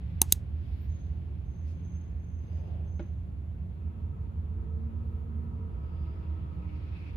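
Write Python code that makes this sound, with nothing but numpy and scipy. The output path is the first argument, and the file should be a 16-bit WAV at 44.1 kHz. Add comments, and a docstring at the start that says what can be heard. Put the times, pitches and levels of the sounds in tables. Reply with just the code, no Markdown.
"""A tablet is handled on a table: a small button snaps down and up close by, its shell struck by a spring.
Later a fingertip taps the ringing screen once, while sleeves and skin rustle as swells of friction noise.
Behind them are a low hum, air noise and hiss, all made from slowly wandering tones and coloured noise.
Far away a thin whistle sounds five sagging notes, and a motor with Doppler shift drives past outside.
A short high chirp and a faint mid tone also swell and fade."""
import sys
import numpy as np
from scipy import signal
from scipy.io import wavfile
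from scipy.ndimage import uniform_filter1d

SR = 44100
rng = np.random.default_rng(int(sys.argv[2]) if len(sys.argv) > 2 else 0)


def generate_wav(signal):
    """Clip the signal to [-1, 1] and save it as 16-bit WAV at the path in sys.argv[1]."""
    frames = np.transpose(np.atleast_2d(signal))
    scaled = np.clip(frames, -1, 1) * 32767
    pcm = np.round(scaled).astype(np.int16)
    wavfile.write(sys.argv[1], SR, pcm)


N = 315756
TIME = np.arange(N) / SR  # s
PATCHY_DB = 1.4  # usual swing of a noise band's level


def from_db(db):
    """Turn decibels into a gain."""
    return 10 ** (np.asarray(db) / 20)


def rms_one(x):
    """Scale a signal to an rms of 1."""
    return x / np.sqrt(np.mean(x ** 2) + 1e-30)


def at_hz(points, hz):
    """Read a table of values between its points, on a log-frequency axis."""
    points_hz, values = np.array(points).T
    return np.interp(np.log(hz), np.log(points_hz), values)


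def band(x, low_hz, high_hz):
    """Let through only what lies between two frequencies (Butterworth filter)."""
    sos = signal.butter(2, [low_hz, min(high_hz, .45 * SR)], "band", fs=SR, output="sos")
    return signal.sosfilt(sos, x)


def drift(rate_hz):
    """Smooth random wandering around 0 with an rms of about 1; a higher rate wanders faster."""
    step = 40  # samples between computed points
    r = np.exp(-2 * np.pi * step * rate_hz / SR)
    chance = rng.standard_normal(N // step + 2002)
    slow = signal.lfilter([1], [1, -2 * r, r * r], chance)[2000:]  # skip the filter's start
    return np.interp(np.arange(N) / step, np.arange(len(slow)), rms_one(slow))


def ring(force, hz, t60):
    """A vibrating mode: a unit click sets off a sine that starts near height 1 and falls 60 dB in t60 s."""
    r = from_db(-60 / (t60 * SR))
    w = 2 * np.pi * hz / SR
    return signal.lfilter([0, np.sin(w)], [1, -2 * r * np.cos(w), r * r], force + 1e-18)


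def dying(start, t60):
    """Envelope that jumps to 1 and falls by 60 dB in t60 s."""
    return (TIME >= start) * np.exp(-np.log(1000) * np.clip((TIME - start) / t60, 0, 10))


def swell(s, length):
    """A bell-shaped rise and fall of height 1 around a moment; 1/e high half a length away."""
    return np.exp(-(2 * (TIME - s) / length) ** 2)


def turning(s, length):
    """A smooth step from 0 to 1 around a moment."""
    return .5 + .5 * np.tanh((TIME - s) / length)


def stereo(mid, side, hz):
    """Two microphones hear the room alike in the bass and less so in the treble."""
    # how alike left and right are: f/Hz, likeness from -1 to 1
    likeness = [(70, .995), (100, .95), (140, .82), (350, .66), (700, -.05), (1400, -.25), (4000, .1),
                (12000, -.15)]
    # which side is stronger: f/Hz, left minus right/dB
    lean = [(40, -4), (90, -3.5), (160, 2), (400, -0.9), (1000, 1), (10000, -0.5)]
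    alike = np.clip(at_hz(likeness, hz), -1, 1)
    lean_db = at_hz(lean, hz)
    shared = np.sqrt(1 + alike) * mid / np.sqrt(2)
    opposed = np.sqrt(1 - alike) * side / np.sqrt(2)
    return np.array([from_db(lean_db / 2) * (shared + opposed), from_db(-lean_db / 2) * (shared - opposed)])


def coloured(spectrum, patchy=False):
    """Stereo noise built from third-octave bands, whose levels can flicker separately; rms 1."""
    edges = 2 ** np.arange(np.log2(22), np.log2(18000), 1 / 3)  # Hz
    white = rng.standard_normal((2, 2, N))
    out = 0
    for k, (low, high) in enumerate(zip(edges, edges[1:])):
        hz = np.sqrt(low * high)
        if spectrum[0][0] <= hz <= spectrum[-1][0]:
            patch_db = PATCHY_DB * drift(9) if patchy else 0
            mid, side = band(white[k % 2], low, high)  # neighbouring bands use separate noise
            out = out + from_db(at_hz(spectrum, hz) + patch_db) * stereo(mid, side, hz)
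    return rms_one(out)


def wavering(hz, width_hz, steady):
    """A tone whose height and phase wander around a steady part; rms 1."""
    phase = 2 * np.pi * (np.cumsum(hz * np.ones(N)) / SR + rng.random())
    in_step = (steady + drift(width_hz)) * np.sin(phase)
    return rms_one(in_step + drift(width_hz) * np.cos(phase))


def evened(x, span_s):
    """Keep the quick flutter of a stereo drone but hold its slow level steady; rms 1."""
    power = uniform_filter1d(np.mean(x ** 2, axis=0), max(1, round(span_s * SR)))
    return rms_one(x / np.sqrt(power + 1e-30))


def mic_hiss():
    """Each microphone hisses by itself in a few bands of noise."""
    # hiss bands: centre f/Hz, width/octaves, relative level/dB
    hiss_bands = [(6760, 0.27, -5), (10900, .28, -1.5), (15080, 0.091, -9), (9495, 4.8, -7)]
    out = 0
    for hz, octaves, db in hiss_bands:
        half = 2 ** (octaves / 2)
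        out = out + from_db(db) * rms_one(band(rng.standard_normal((2, N)), hz / half, hz * half))
    return out


def background(hum_db=2, steady_s=0.29, air_db=-47, hiss_db=-73.5, mic_db=-86.5, hum_steady=0.93):
    """Distant machinery rumbles and hums with a quick throb, over steady air noise and a faint hiss."""
    # hum tones: f/Hz, width/Hz, relative level/dB
    hum_tones = [(79.36, 9, 0), (123, 8.2, -22), (174.4, 2, -17)]
    # rumble of the machinery: f/Hz, relative level/dB per Hz
    rumble = [(20, -42), (35, -38.5), (44, -30), (54, -3), (72, -5), (92, -7.5), (115, -17.5)]
    # slow course of the hum and rumble together: t/s, level/dB
    drone_level = [(0, -34.5), (.9, -33.5), (1.2, -35), (2.3, -36.5), (2.8, -33.5), (3.3, -36.5),
                   (3.9, -36), (4.7, -33), (5.7, -35.5), (6.2, -34), (7.1, -37.5)]
    # steady air noise: f/Hz, relative level/dB per Hz
    air = [(100, -10), (125, 3), (175, 0), (220, -8), (310, -12), (450, -21), (700, -23.5), (1200, -32),
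           (2500, -45.5)]
    # faint flickering hiss: f/Hz, relative level/dB per Hz
    hiss = [(500, -5), (1000, -4), (1600, 0), (2700, 0.5), (3500, -8), (4500, -10), (5700, -28),
            (7500, -30)]
    hum = 0
    for hz, width, db in hum_tones:
        hum = hum + from_db(db) * stereo(wavering(hz, width, hum_steady), wavering(hz, width, 0), hz)
    machinery = evened(from_db(hum_db) * hum + coloured(rumble), steady_s)
    drone = from_db(np.interp(TIME, *np.transpose(drone_level))) * machinery
    noise = from_db(air_db) * coloured(air) + from_db(hiss_db) * coloured(hiss, patchy=True)
    return drone + noise + from_db(mic_db) * mic_hiss()


def motor(eases_s=5.75, turn_s=0.14, eased_db=-3, waver_hz=3.5, wash_db=-2):
    """Exhaust tones and tyre noise drive past: distance sets level, and Doppler shift bends exhaust pitch."""
    # firing rate as the driver works the throttle, before Doppler shift: t/s, f/Hz
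    revs = [(3.9, 103), (4.2, 103.8), (4.5, 102.3), (4.75, 105.6), (5.1, 107.8), (5.6, 107.5), (5.95, 106),
            (6.5, 106.4), (6.9, 104)]
    # exhaust orders: multiple of the firing rate, level approaching/dB, level leaving/dB
    exhaust = [(1.5, -12, 1.5), (2, 4, -12), (2.5, -9, -15), (3, -9, 0), (3.5, -14, -7), (4, -10.5, -14),
               (5, -28, -18), (6, -24, -13), (8, -26, -17)]
    # swells of single orders: t/s, length/s, multiple of the firing rate, rise/dB
    surges = [(4.08, .35, 2, 4.5), (4.82, .5, 2, 5.5), (5.33, .35, 2, 7), (4.02, .35, 2.5, 10),
              (4.5, .4, 3, 8), (6.65, .3, 3, 3.5), (5.5, .3, 3.5, 6), (4.18, .3, 4, 7), (4.72, .4, 4, 9),
              (5.12, .25, 4, 6), (5.62, .3, 4, 9)]
    # road noise bands: centre f/Hz, width/Hz, relative level/dB
    road_bands = [(469, 41.4, -4.5), (949, 33, -4), (1281, 26, -6)]
    # wash of the tyres: f/Hz, relative level/dB per Hz
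    tyres = [(300, -11), (480, -4), (750, -5.5), (950, 1.5), (1120, -5.5), (1320, 0), (1600, -16.5),
             (2600, -19.5), (5000, -40)]
    closest_s, speed_m_per_s, distance_m, sound_m_per_s = 6.25, 25, 17, 343
    engine_start_db, tyre_db = -54.6, -62.3  # before the path loss; the engine later eases
    loss_db_per_doubling = 3.5  # with distance, compared with the closest point
    emerges_s, emerge_length_s, cover_db = 3.74, 0.072, 16.5  # behind cover it is this much quieter
    fade_db, fades_per_s = 1.0, 2.5  # sound fades in and out on its way between the walls

    along_m = speed_m_per_s * (TIME - closest_s)
    range_m = np.hypot(along_m, distance_m)
    doppler = 1 + speed_m_per_s / sound_m_per_s * along_m / range_m
    firing_hz = np.interp(TIME, *np.transpose(revs)) / doppler
    distance_db = -loss_db_per_doubling * np.log2(range_m / distance_m)
    path_db = distance_db - cover_db * (1 - turning(emerges_s, emerge_length_s))

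    # shortly before the closest point the engine eases and takes on its leaving tone
    gone = turning(eases_s, turn_s)
    engine = 0
    for order, coming_db, going_db in exhaust:
        mid = wavering(order * firing_hz, waver_hz, 3.0)
        side = wavering(order * firing_hz, waver_hz, 0)
        surge_db = sum(rise_db * swell(s, length) for s, length, multiple, rise_db in surges
                       if multiple == order)
        order_db = coming_db + gone * (going_db - coming_db) + surge_db + fade_db * drift(fades_per_s)
        engine = engine + from_db(order_db) * stereo(mid, side, order * firing_hz.mean())

    road = 0
    for hz, width, db in road_bands:
        hiss = stereo(wavering(hz, width, 0), wavering(hz, width, 0), hz)
        road = road + from_db(db + PATCHY_DB * drift(fades_per_s)) * hiss
    rolling = road + from_db(wash_db) * coloured(tyres, patchy=True)
    return from_db(path_db) * (from_db(engine_start_db + eased_db * gone) * engine + from_db(tyre_db) * rolling)


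def faint_tones():
    """Narrow, slightly wandering tones swell and fade."""
    # a thin high chirp and a faint mid tone: t/s, length/s, f/Hz, width/Hz, level/dB
    tones = [(.84, .07, 14200, 45, -75.5), (2.72, .45, 551, 2, -63)]
    out = 0
    for s, length, hz, width, db in tones:
        tone = stereo(wavering(hz, width, 2.0), wavering(hz, width, 0), hz)
        out = out + from_db(db) * swell(s, length) * tone
    return out


def whistle(width_hz=45, attack_s=0.053, t60_s=0.59, sag_hz_per_s=67):
    """Narrow, unsteady high notes each swell in, sag in pitch and die away."""
    # notes of the thin far whistle: t/s, length/s, level/dB, starting f/Hz
    notes = [(0.863, 0.15, -74, 6370), (1.436, 0.33, -77.5, 6350), (1.81, 0.19, -72, 6360),
             (2.174, 0.42, -77.5, 6350), (2.842, 0.19, -75, 6320)]
    out = 0
    for s, length, level_db, start_hz in notes:
        age = TIME - s
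        hz = start_hz - sag_hz_per_s * np.clip(age, 0, length)
        fade = np.where(age < length, 1, dying(s + length, t60_s))
        envelope = np.clip(age / attack_s, 0, 1) * fade
        note = stereo(wavering(hz, width_hz, 0), wavering(hz, width_hz, 0), start_hz)
        out = out + from_db(level_db) * envelope * note
    return out


def brushes(grain_db=1.0, grains_per_s=40):
    """Cloth and skin slide in soft, grainy swells, each taking its own band of friction noise."""
    # colour of sliding cloth and skin: f/Hz, relative level/dB per Hz
    cloth = [(250, 3.5), (2700, 2.5), (3500, -3.5), (4800, -2), (6000, -8.5), (8500, -15), (11200, 3),
             (16000, -8)]
    # rustles: middle t/s, length/s, level/dB, centre f/Hz, width/octaves
    rustles = [(.1, 0.8, -67, 2071, 1.73), (.9, 0.94, -70, 2360, 1.8), (.74, .28, -70.5, 3000, 1.2),
               (.75, .3, -83.5, 11100, 0.31), (1.7, 0.086, -72, 4930, 1.6), (1.9, 0.78, -72, 2240, 1.56),
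               (2.65, 0.58, -68.5, 2340, 1.1), (2.58, 0.27, -80.5, 4910, 0.079),
               (2.72, 0.47, -56.5, 500, 1.1), (2.62, 0.46, -88, 11000, 0.33),
               (5.13, 0.27, -85, 11500, 0.39), (5.42, 0.21, -86, 11300, 0.26), (6.05, .55, -83, 4820, 0.14),
               (6.2, 1.0, -70, 2392, 1.22), (6.7, 0.22, -68, 2450, 0.41), (7.04, 0.3, -62.5, 2400, .31),
               (7.1, 0.92, -65, 2530, 1.64)]
    friction = [coloured(cloth, patchy=True) for _ in range(2)]
    out = 0
    for k, (s, length, level_db, hz, octaves) in enumerate(rustles):
        half = 2 ** (octaves / 2)
        rub = rms_one(band(friction[k % 2], hz / half, hz * half))
        out = out + rub * from_db(level_db) * swell(s, length)
    return out * from_db(grain_db * drift(grains_per_s))


def fingertip(pat_db=-13, pat_t60=0.044, squash_s=0.0034, room_db=-18, room_t60=0.3,
              grain_db=3, grains_per_s=150):
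    """A soft blow rings the tablet; the skin pats as it flattens and the room answers."""
    # fingertip on the glass: t/s, level/dB
    taps = [(2.9938, -38)]
    # modes of the tablet on its stand: f/Hz, relative level/dB, t60/s
    tablet = [(172, 9, 0.096), (292, -6, 0.19), (328, 2, 0.15), (342.7, 3.5, .13), (477, -10, 0.099),
              (549, -7, 0.068), (599, -2.5, 0.1), (810, -9, 0.08), (1435, -15, .095), (1820, -15, 0.039),
              (2260, -17, .035), (3270, -26, .02), (4330, -33, .02)]
    out = np.zeros((2, N))
    for s, level_db in taps:
        blow = np.arange(N) == round(s * SR)
        body = 0
        for k, (hz, db, t60) in enumerate(tablet):
            body = body + (-1) ** k * from_db(db) * ring(blow, hz, t60)
        skin = rms_one(band(rng.standard_normal(N), 450, 2300))
        pat = from_db(pat_db + grain_db * drift(grains_per_s)) * dying(s, pat_t60) * skin
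        echo = rms_one(band(rng.standard_normal((2, N)), 200, 2200))
        room = from_db(room_db) * dying(s, room_t60) * echo
        squash = np.clip((TIME - s) / squash_s, 0, 1)  # soft skin builds up the blow gradually
        out += from_db(level_db) * (pat + (body + room) * squash)
    return signal.sosfilt(signal.butter(4, 4900, fs=SR, output="sos"), out)


def shell(force, stroke):
    """The button's small shell rings in its modes and gives off almost only treble."""
    # shell modes: f/Hz, t60/s, relative level going down/dB, relative level coming up/dB
    shell_modes = [(2037, 0.0093, -30.4, -26.2), (2783, 0.0126, -26.3, -33.2), (3407, 0.0111, -26.9, -28.1),
                   (3898, 0.013, -26.8, -21.4), (4690, 0.005, -25.1, -17.8), (5501, 0.0115, -25.6, -21.5),
                   (6400, 0.004, -7.6, -10.5), (6735, 0.0149, -12.3, -18.9), (6975, 0.0137, -26.8, -24.2),
                   (7760, 0.0117, -21.5, -24.3), (8019, 0.0096, -20.4, -14.7), (8737, 0.009, -16.2, -21.5),
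                   (9250, 0.0072, -21.2, -16.7), (9650, 0.004, -12.2, -8.6), (10245, 0.0099, -15.6, -16.3),
                   (10759, 0.0126, -19.0, -18.1), (11600, 0.0048, -16.0, -16.3),
                   (12933, 0.011, -17.2, -23.2), (13403, 0.0077, -17.3, -17.0),
                   (14183, 0.0075, -16.5, -12.1)]
    out = 0
    for k, (hz, t60, *db) in enumerate(shell_modes):
        out = out + (-1) ** k * from_db(db[stroke]) * ring(force, hz, t60)
    return band(band(out, 1450, 19500), 1450, 19500)


def button(slap_db=-29, slap_s=.0098, ring_db=-33, ring_t60=0.11, tail_db=-38, tail_t60=0.093,
           crack_db=-22, crack_t60=.015, slide_db=-55, slide_s=0.03, push_db=7, push_s=0.001,
           push_low_hz=120, push_high_hz=420, knock_attack_s=.0014):
    """A spring snaps over and chatters against the shell, whose modes ring and echo briefly."""
    # snaps down and up: t/s, level/dB, low thump level/dB, knock level/dB
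    snaps = [(.2163, -12.5, -25, -23.5), (.3229, -12, -29.5, -46.5)]
    # spring strikes: delay going down/s, level going down/dB, delay coming up/s, level coming up/dB
    strikes = [(0, 0, 0, -2.8), (.00079, 1.7, .00079, 3.1), (.001, -1.3, .00109, -6.7)]
    # casing under the button: f/Hz, t60/s, relative level going down/dB, relative level coming up/dB
    casing = [(194.7, 0.019, -8.5, -4), (335, .04, -5, -15)]
    # hollow knock of the casing: f/Hz, t60/s, relative level/dB
    knock_modes = [(872, 0.028, -1), (1040, 0.014, -11), (1448, 0.04, -24)]
    out = np.zeros(N)
    size = SR // 8  # samples kept for each snap
    t = np.arange(size) / SR

    def fall(t60):
        return np.exp(-np.log(1000) * t / t60)

    def hiss(low_hz, high_hz):
        return rms_one(band(rng.standard_normal(size), low_hz, high_hz))

    def tone(hz, t60, db):
        return from_db(db) * fall(t60) * np.sin(2 * np.pi * hz * t)

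    for stroke, (s, level_db, thump_db, knock_db) in enumerate(snaps):
        force = np.zeros(size)
        for delay, db in np.array(strikes)[:, 2 * stroke:2 * stroke + 2]:
            force[round(delay * SR)] += from_db(db)
        snap = shell(force, stroke)
        snap /= np.sqrt(np.mean(snap[t < .004] ** 2))  # first 4 ms at rms 1
        # its echo in the room, then a short crack with a longer tail
        snap += from_db(ring_db) * fall(ring_t60) * rms_one(shell(rng.standard_normal(size), stroke))
        noise_level = from_db(crack_db) * fall(crack_t60) + from_db(tail_db) * fall(tail_t60)
        snap += noise_level * hiss(2000, 14000)
        snap *= from_db(level_db)
        snap += from_db(slap_db) * np.pad(snap, (round(slap_s * SR), 0))[:size]  # a near wall answers

        # the casing answers with a low thump, a push of pressure and a hollow knock
        thump = sum(tone(hz, t60, db[stroke]) for hz, t60, *db in casing)
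        snap -= from_db(thump_db) * thump
        push = band(t / push_s * np.exp(1 - t / push_s), push_low_hz, push_high_hz)
        snap -= from_db(thump_db + push_db) * push
        knock = sum(tone(hz, t60, db) for hz, t60, db in knock_modes)
        knock = knock + from_db(-20) * fall(0.11) * hiss(680, 1050)
        snap += from_db(knock_db) * np.minimum(t / knock_attack_s, 1) * knock
        at = round(s * SR)
        out[at:at + size] += snap

        # the cap rubs in its guide around each snap, but not before the first
        rub = rms_one(band(rng.standard_normal(N), 1304.4, 8680))
        out += from_db(slide_db) * np.exp(-abs(TIME - s) / slide_s) * (TIME > snaps[0][0]) * rub
    return out


def scene():
    """The button is dead centre; the other sounds reach left and right."""
    far = background() + motor() + faint_tones() + whistle()
    return far + brushes() + fingertip() + button()


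def record(dry):
    """Peaks are clipped at full scale and the treble above 16 kHz is filtered away."""
    sos = signal.ellip(10, .1, 80, 16000, fs=SR, output="sos")
    return signal.sosfilt(sos, np.clip(dry, -1, 1))


dry = scene()
out = record(dry)
generate_wav(out)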